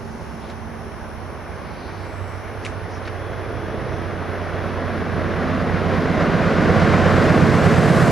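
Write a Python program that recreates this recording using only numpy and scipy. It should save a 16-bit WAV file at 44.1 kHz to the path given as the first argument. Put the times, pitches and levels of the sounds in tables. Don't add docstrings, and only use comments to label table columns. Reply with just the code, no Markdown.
import sys
import numpy as np
from scipy import signal
from scipy.fft import rfft, irfft, next_fast_len
from scipy.io import wavfile
from scipy.ndimage import uniform_filter1d, map_coordinates

SR = 44100
rng = np.random.default_rng(int(sys.argv[2]) if len(sys.argv) > 2 else 0)


def digitize_waveform(pressure):
    field = np.atleast_2d(pressure).T
    bounded = np.clip(field, -1, 1)
    quanta = np.round(bounded * 32767).astype(np.int16)
    wavfile.write(sys.argv[1], SR, quanta)


N = 357651
T = np.arange(N) / SR
HZ = np.fft.rfftfreq(N, 1 / SR)

# (multiple of the cycle rate [1], relative level [dB]); order 11 takes the boom's level
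EXHAUST_ORDERS = [(3, -33), (5, -14), (7, -8.5), (8, -12), (10, -10.5), (11, -2), (13, -9.5), (15, -22),
                  (16, -5), (17, -17), (18, -6), (19, -13.5), (20, 1.5), (21, -3.5), (22, -5), (23, -16),
                  (24, -6), (25, -19), (26, -5), (27, -5), (28, -11), (29, -16.5), (30, -12.5), (31, -8)]
# (multiple of the cycle rate [1], level against the roar [dB])
HOWLING_ORDERS = [(38, -19.5), (39, -22), (41, -20), (42, -20), (48, -21), (51, -21), (52, -17), (54, -18),
                  (60, -20), (63, -21.5), (67, -20.5), (76, -21.5)]
# (upper limit [Hz], place in the cycle [0-1], relative phase scatter [1])
THROB_REGISTERS = [(115, .41, 0.52), (212, .82, 0.57), (400, .155, 0.65)]
# one column, relative level [dB]
CYLINDER_PUFFS = [-5, -3, -3, -2.5, -6, -5.5, -0.5, -9, -7.5, -1.5, -5, -2, -1.5, -7.5, -5.5, -5]
# (frequency [Hz], level against the exhaust roar [dB])
BLOWER_TONES = [(260.5, -14.5), (300, -19.5)]
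# (time [s], boom level change [dB], beat level change [dB])
BASS_FADING = [(0, -12, 0.5), (1.35, 0, -4.5), (1.7, -19, -3), (2.0, -4, -4), (2.4, -1, -9), (3.1, 1, -7),
               (3.7, 1, -3.5), (4.5, 1.5, -6.5), (5.2, 1, -3), (5.7, 1.5, -2.5), (6.25, -5.5, 0),
               (6.6, -1.5, 0), (7.3, 1, -1), (7.7, 0.5, 0.5), (8.11, -5, -2.8)]
# (frequency [Hz], relative density [dB])
RUMBLE_SPECTRUM = [(15, -22), (30, -18), (50, -5), (70, 8), (100, 5), (160, 0.5), (400, -75)]
BARK_SPECTRUM = [(50, -39), (90, 0), (125, -1.5), (170, -2), (245, -3.5), (285, -8.5), (400, -3),
                 (900, -88)]
ROAR_SPECTRUM = [(150, -16), (280, -4.5), (340, -2), (440, 1), (540, 2.5), (640, 3), (760, -1), (880, -10),
                 (1200, -7), (2000, -14), (5000, -77)]
ROLLING_SPECTRUM = [(300, -11), (800, -5), (1080, 2.5), (1280, -1), (1500, 1.5), (1750, -2), (2050, -4),
                    (2500, -9), (3300, -14.5), (5000, -19.5), (6500, -26), (9000, -34), (11500, -40.5),
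                    (13000, -63)]
# (frequency [Hz], relative density [dB])
CLICK_SPECTRUM = [(600, -25), (1500, 10.5), (2500, 7), (4300, 4.5), (6500, 0), (8500, -2), (10200, 0),
                  (11500, -38)]
AIR_SPECTRUM = [(40, 15), (200, 16), (350, 17.5), (500, 18.5), (850, 28.5), (1300, 19), (2500, 6),
                (3500, 1), (5000, 1), (5600, 5.5), (6800, -6.5), (8200, -17), (9300, 1.5), (10200, -9.5),
                (11000, 6.5), (11700, -26), (12500, -15.5)]
# (frequency [Hz], opposed against shared part [dB])
TRAIN_WIDTH = [(30, -4), (70, -31), (200, -6), (700, -15.5), (1400, -11.5), (2300, -26), (4000, -15),
               (7000, -6.5), (9000, -5), (11000, 10), (12500, 26)]
AIR_WIDTH = [(100, 15.5), (1500, -9), (3000, 4), (4200, -2.5), (6000, -2), (8000, -1), (11000, 5.5),
             (12500, 24.5)]
# (time [s], nominal snap level [dB], ring [Hz], ring level [dB], snap decay [s],
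# upper edge [Hz])
CLOSE_CLICKS = [(.499, -42, 2100, -34, 0.012, 7000), (2.65, -32, 2770, -22, 0.002, 10500),
                (2.6547, -33.5, 3000, -31, 0.0036, 11000), (2.6584, -37, 2100, -23, 0.0016, 10000),
                (2.6645, -41, 2300, -17, 0.0012, 7400), (3.0536, -38, 4040, -37, 0.015, 5000),
                (3.076, -35, 2100, -26, 0.007, 4800), (3.0805, -40, 1350, -20, 0.004, 3500)]
# (frequency [Hz], level before flutter [dB])
MOTOR_LINES = [(5233, -71), (5400, -66), (5700, -71), (5850, -75), (6000, -76), (6137, -73), (6332, -76),
               (9300, -76), (9900, -78), (11100, -80), (12300, -80)]
# (start [s], end [s], centre [Hz], width [Hz],
# level before flicker [dB])
HISS_BANDS = [(-.5, 0.704, 5300, 3000, -59), (.37, 0.568, 3000, 3200, -51), (1.1, 3.0, 2220, 450, -51),
              (1.5, 2.25, 4330, 1300, -54), (1.95, 2.45, 7800, 600, -63.5), (2.61, 2.697, 4000, 3600, -50),
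              (2.88, 3.024, 5400, 1500, -53.5), (3.8, 4.02, 3900, 600, -60), (3.85, 4.06, 5700, 900, -59)]
# (start [s], end [s], frequency [Hz], level before flutter [dB])
SQUEAL_TONE = (3.15, 5, 3379.5, -59)
# (time [s], level before flutter [dB])
VEHICLE_LEVEL = [(.5, -72), (1.35, -38.5), (1.75, -48), (1.98, -36), (2.7, -38), (3.0, -46), (3.6, -38),
                 (3.95, -37), (4.3, -80)]
# (end [s], frequency [Hz], initial level [dB], fade [dB/s])
DISTANT_HUMS = [(1.9, 225.9, -39, 6), (2.3, 72.3, -43, 1)]
# (frequency [Hz], left minus right level [dB])
PORT_BALANCE = [(25, -4), (45, -8.5), (65, -18), (90, -12.5), (130, -8.5), (180, -4), (300, -1.3),
                (600, -0.6), (1500, 0)]

CYCLE_HZ, CYCLE_LAG = 8.327, .088
SPEED_M_PER_S, OFFSET_M, NEAR_M, ARRIVAL_S = 30, 4, 80, 9.316
DISTANCE_M = np.hypot(SPEED_M_PER_S * (ARRIVAL_S - T), OFFSET_M)
DRONE_DB, DRONE_GROWTH_DB = -34, 6.5
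BOOM_DB, BOOM_GROWTH_DB = -26, 8.5
BEAT_DB, BEAT_GROWTH_DB = -18, 12
ROAR_DB, ROAR_GROWTH_DB = -20, 12
ROLLING_DB, ROLLING_GROWTH_DB = -25, 11
TREBLE_DB, TREBLE_GROWTH_DB = -3.5, 11.5
CHEST_DB, CHEST_GROWTH_DB = 0, 9
BEAT_UNEVEN_DB = 0.8
ORDER_WAVER = 0.14
CLEAR_M, BLUR_M = 93, 68
SWELL_AT_S, SWELL_HALF_S, SWELL_DRONE_DB, SWELL_HOWL_DB = 3.7, 0.4, 3, 5.5
RING_HZ, RING_STEADY, RING_SWELL = 440, 0.1, 0.4
GROWL_AT_S, GROWL_HALF_S, GROWL_HZ, GROWL_SHARE = 5.2, 0.76, 230, 0.78
CLICK_RING_S, CLICK_SCATTER_DB, CLICK_SCATTER_S = 0.0015, -17, 0.034
VEHICLE_HZ, VEHICLE_HZ_PER_S, VEHICLE_HZ_PER_S2 = 80.8, 2.5, 2.15
HELD_ATTACK_S, HELD_RELEASE_S = 0.056, 0.21
LIMIT_DB, LIMIT_RATIO, LIMIT_S = -14.5, 37, 0.11
EDGE_HZ = 12700


def locomotive():
    boom_fade_db, beat_fade_db = follow(BASS_FADING)
    swell = np.exp(-((T - SWELL_AT_S) / SWELL_HALF_S) ** 2)
    growl = np.exp(-((T - GROWL_AT_S) / GROWL_HALF_S) ** 2)
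    drone_db = approach(DRONE_DB, DRONE_GROWTH_DB) + SWELL_DRONE_DB * swell
    roar_db = approach(ROAR_DB, ROAR_GROWTH_DB)
    boom_db = approach(BOOM_DB, BOOM_GROWTH_DB) + boom_fade_db
    beat_db = approach(BEAT_DB, BEAT_GROWTH_DB) + beat_fade_db + BEAT_UNEVEN_DB * drift(CYCLE_HZ)
    turns = CYCLE_HZ * T - CYCLE_LAG + 0.00089 * drift(1.5)
    far = np.clip((DISTANCE_M - CLEAR_M) / BLUR_M, 0, 1)

    tones = exhaust_tone(turns, drone_db, boom_db, beat_db - 6 * far)
    for order, db in HOWLING_ORDERS:
        tones += tone(order * CYCLE_HZ, roar_db + db + SWELL_HOWL_DB * swell, flutter=0.41)
    for hz, db in BLOWER_TONES:
        tones += tone(hz, roar_db + db - 6 * far ** 2, flutter=0.86)

    rumble = noise(RUMBLE_SPECTRUM, TRAIN_WIDTH) * gain_of(drone_db - 2)
    bark = noise(BARK_SPECTRUM, TRAIN_WIDTH) * gain_of(beat_db - 6.5 + 7.5 * far)
    bark *= puffs(turns, depth=0.35)
    bark += GROWL_SHARE * growl * resonance(bark, GROWL_HZ, 4)
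    roar = noise(ROAR_SPECTRUM, TRAIN_WIDTH) * gain_of(roar_db - 1.78 + 0.53 * drift(14))
    roar *= puffs(turns, depth=0.76)
    roar += (RING_STEADY + RING_SWELL * swell) * resonance(roar, RING_HZ, 2.5)
    return tones + rumble + bark + roar + rolling(approach(ROLLING_DB, ROLLING_GROWTH_DB), turns)


def exhaust_tone(turns, drone_db, boom_db, beat_db):
    order, db = np.transpose(EXHAUST_ORDERS)
    height = gain_of(db)
    drone = gain_of(drone_db - 1.5) / np.sqrt((height[order < 10] ** 2).sum())
    beat = gain_of(beat_db - 2.0) / np.sqrt((height[order > 16] ** 2).sum())
    chest_db = np.maximum(approach(CHEST_DB, CHEST_GROWTH_DB), 0)
    out = np.zeros(N)
    for k, h in zip(order, height):
        hz = k * CYCLE_HZ
        if k == 11:
            level, waver = gain_of(boom_db), .05
        elif k < 10:
            level, waver = h * drone, .12
        else:
            chest = gain_of(chest_db * np.exp(-((hz - 125) / 35) ** 2))
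            level, waver = h * beat * chest, ORDER_WAVER * (hz / 200) ** 2
        _, place, scatter = next((row for row in THROB_REGISTERS if hz < row[0]), THROB_REGISTERS[-1])
        offset = scatter * rng.uniform(-0.77, 1) * np.sqrt(3)
        angle = 2 * np.pi * k * (turns - place) + offset + waver * drift(4.4)
        out -= level * (1 + waver * drift(4)) * np.cos(angle) / np.sqrt(1 + waver ** 2)
    return np.sqrt(2) * out


def puffs(turns, depth):
    count = len(CYLINDER_PUFFS)
    flow_db = np.interp(turns, np.arange(count) / count, CYLINDER_PUFFS, period=1)
    return evened(gain_of(depth * flow_db))


def rolling(level_db, turns):
    hz, t, bins = signal.stft(noise(ROLLING_SPECTRUM, TRAIN_WIDTH), SR, nperseg=512)
    clear_db = np.interp(t, T, approach(TREBLE_DB, TREBLE_GROWTH_DB))
    loss_share = np.clip((hz - 1500) / 6500, 0, 1) ** 2.2
    bins = bins * gain_of(loss_share[:, None] * clear_db)
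    hiss = signal.istft(bins, SR, nperseg=512)[1][:, :N]
    return hiss * gain_of(level_db + 0.51 * drift(25)) * puffs(turns, depth=0.2)


def approach(db, growth_db):
    return db + growth_db * np.log2(NEAR_M / DISTANCE_M)


def clicks():
    out = np.zeros((2, N))
    grit = evened(colour(rng.standard_normal(N), CLICK_SPECTRUM))
    scatter = gain_of(CLICK_SCATTER_DB) * noise(CLICK_SPECTRUM, AIR_WIDTH)
    for s, db, ring_hz, ring_db, decay, edge_hz in CLOSE_CLICKS:
        age = np.clip(T - s, 0, .5)
        burst = 1.16 * grit * np.exp(-age / decay) + scatter * np.exp(-age / CLICK_SCATTER_S)
        snap = gain_of(db) * (T > s) * burst
        out += signal.lfilter(*signal.butter(4, edge_hz, fs=SR), snap)
        out += gain_of(ring_db) * np.exp(-age / CLICK_RING_S) * np.sin(2 * np.pi * ring_hz * age)
    return out


def camera_motor():
    return np.array([sum(tone(hz, db, flutter=.25) for hz, db in MOTOR_LINES) for _ in range(2)])


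def hisses_and_squeal():
    start, end, hz, db = SQUEAL_TONE
    out = tone(hz, held(start, end, db, 0), flutter=.25)
    for start, end, hz, width, db in HISS_BANDS:
        band = irfft(rfft(rng.standard_normal(N)) * np.exp(-2 * ((HZ - hz) / width) ** 2), N)
        progress = np.clip((T - start) / (end - start), 0, 1)
        arch = np.abs(np.sin(np.pi * progress)) ** 0.94
        out += gain_of(db + 0.97 * drift(18)) * evened(band) * arch
    return out


def traffic():
    rising_hz = VEHICLE_HZ + VEHICLE_HZ_PER_S * T + VEHICLE_HZ_PER_S2 * T ** 2
    hums = sum(tone(hz, held(0, end, db, fade_db), flutter=0.13) for end, hz, db, fade_db in DISTANT_HUMS)
    return tone(rising_hz, follow(VEHICLE_LEVEL)[0], flutter=.1) + hums


def surroundings():
    return gain_of(-42.0) * patchy(noise(AIR_SPECTRUM, AIR_WIDTH), depth_db=1.0) + traffic()


def patchy(x, depth_db):
    hz, t, bins = signal.stft(x, SR, nperseg=512)
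    patches = uniform_filter1d(rng.standard_normal((len(t), len(hz))), size=18, axis=0)
    patches = evened(uniform_filter1d(patches, size=8, axis=1))
    treble = np.clip(hz / 2500, 0, 1)
    return signal.istft(bins * gain_of(depth_db * treble * patches).T, SR, nperseg=512)[1][:, :N]


def noise(spectrum, width):
    mid, side = colour(rng.standard_normal((2, N)), spectrum)
    side = colour(side, width)
    return np.array([mid + side, mid - side]) / mid.std()


def tone(hz, db, flutter):
    angle = 2 * np.pi * (np.cumsum(hz * np.ones(N)) / SR + rng.random())
    in_phase = (1 + flutter * drift(8.6)) * np.cos(angle)
    quadrature = flutter * drift(6) * np.sin(angle)
    return np.sqrt(2) * gain_of(db) * (in_phase + quadrature)


def held(start, end, db, fade_db):
    attack = np.clip((T - start) / HELD_ATTACK_S, 0, 1)
    release = np.clip(1 - (T - end) / HELD_RELEASE_S, 0, 1)
    return db - fade_db * np.maximum(T - start, 0) + 20 * np.log10(attack * release + 1e-9)


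def resonance(x, hz, q):
    return signal.lfilter(*signal.iirpeak(hz, q, SR), x)


def drift(rate):
    knots = rng.standard_normal(2048)
    coarse = T[::256]
    curve = map_coordinates(knots, [coarse * rate], order=3, mode="wrap")
    return np.interp(T, coarse, evened(curve))


def colour(x, points):
    size = next_fast_len(N, True)
    gain = gain_of(read(points, np.fft.rfftfreq(size, 1 / SR)))
    return irfft(rfft(x, size) * gain, size)[..., :N]


def read(points, hz):
    f, value = np.transpose(points)
    return np.interp(np.log(hz + 1), np.log(f + 1), value)


def follow(rows):
    s, *columns = np.transpose(rows)
    return [np.interp(T, s, column) for column in columns]


def evened(x):
    return x / np.sqrt(np.mean(x ** 2) + 1e-20)


def gain_of(db):
    return 10 ** (np.asarray(db) / 20)


def gain_control(x):
    keep = np.exp(-1 / (LIMIT_S * SR))
    power = signal.lfilter([1 - keep], [1, -keep], (x ** 2).mean(0))
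    power_db = 10 * np.log10(power + 1e-12)
    return x / gain_of(np.maximum(power_db - LIMIT_DB, 0) * (1 - 1 / LIMIT_RATIO))


def scene():
    return locomotive() + clicks() + camera_motor() + hisses_and_squeal() + surroundings()


def record(dry):
    right = [(hz, 20 * np.log10(2 / (1 + gain_of(db)))) for hz, db in PORT_BALANCE]
    left = [(hz, 20 * np.log10(2 / (1 + gain_of(-db)))) for hz, db in PORT_BALANCE]
    ports = gain_control(np.array([colour(dry[0], left), colour(dry[1], right)]))
    ports = ports / (1 + (ports / .98) ** 8) ** (1 / 8)
    low_pass = signal.firwin(511, EDGE_HZ, window=("kaiser", 9), fs=SR)
    return signal.oaconvolve(ports, low_pass[None], "same")


dry = scene()
out = record(dry)
digitize_waveform(out)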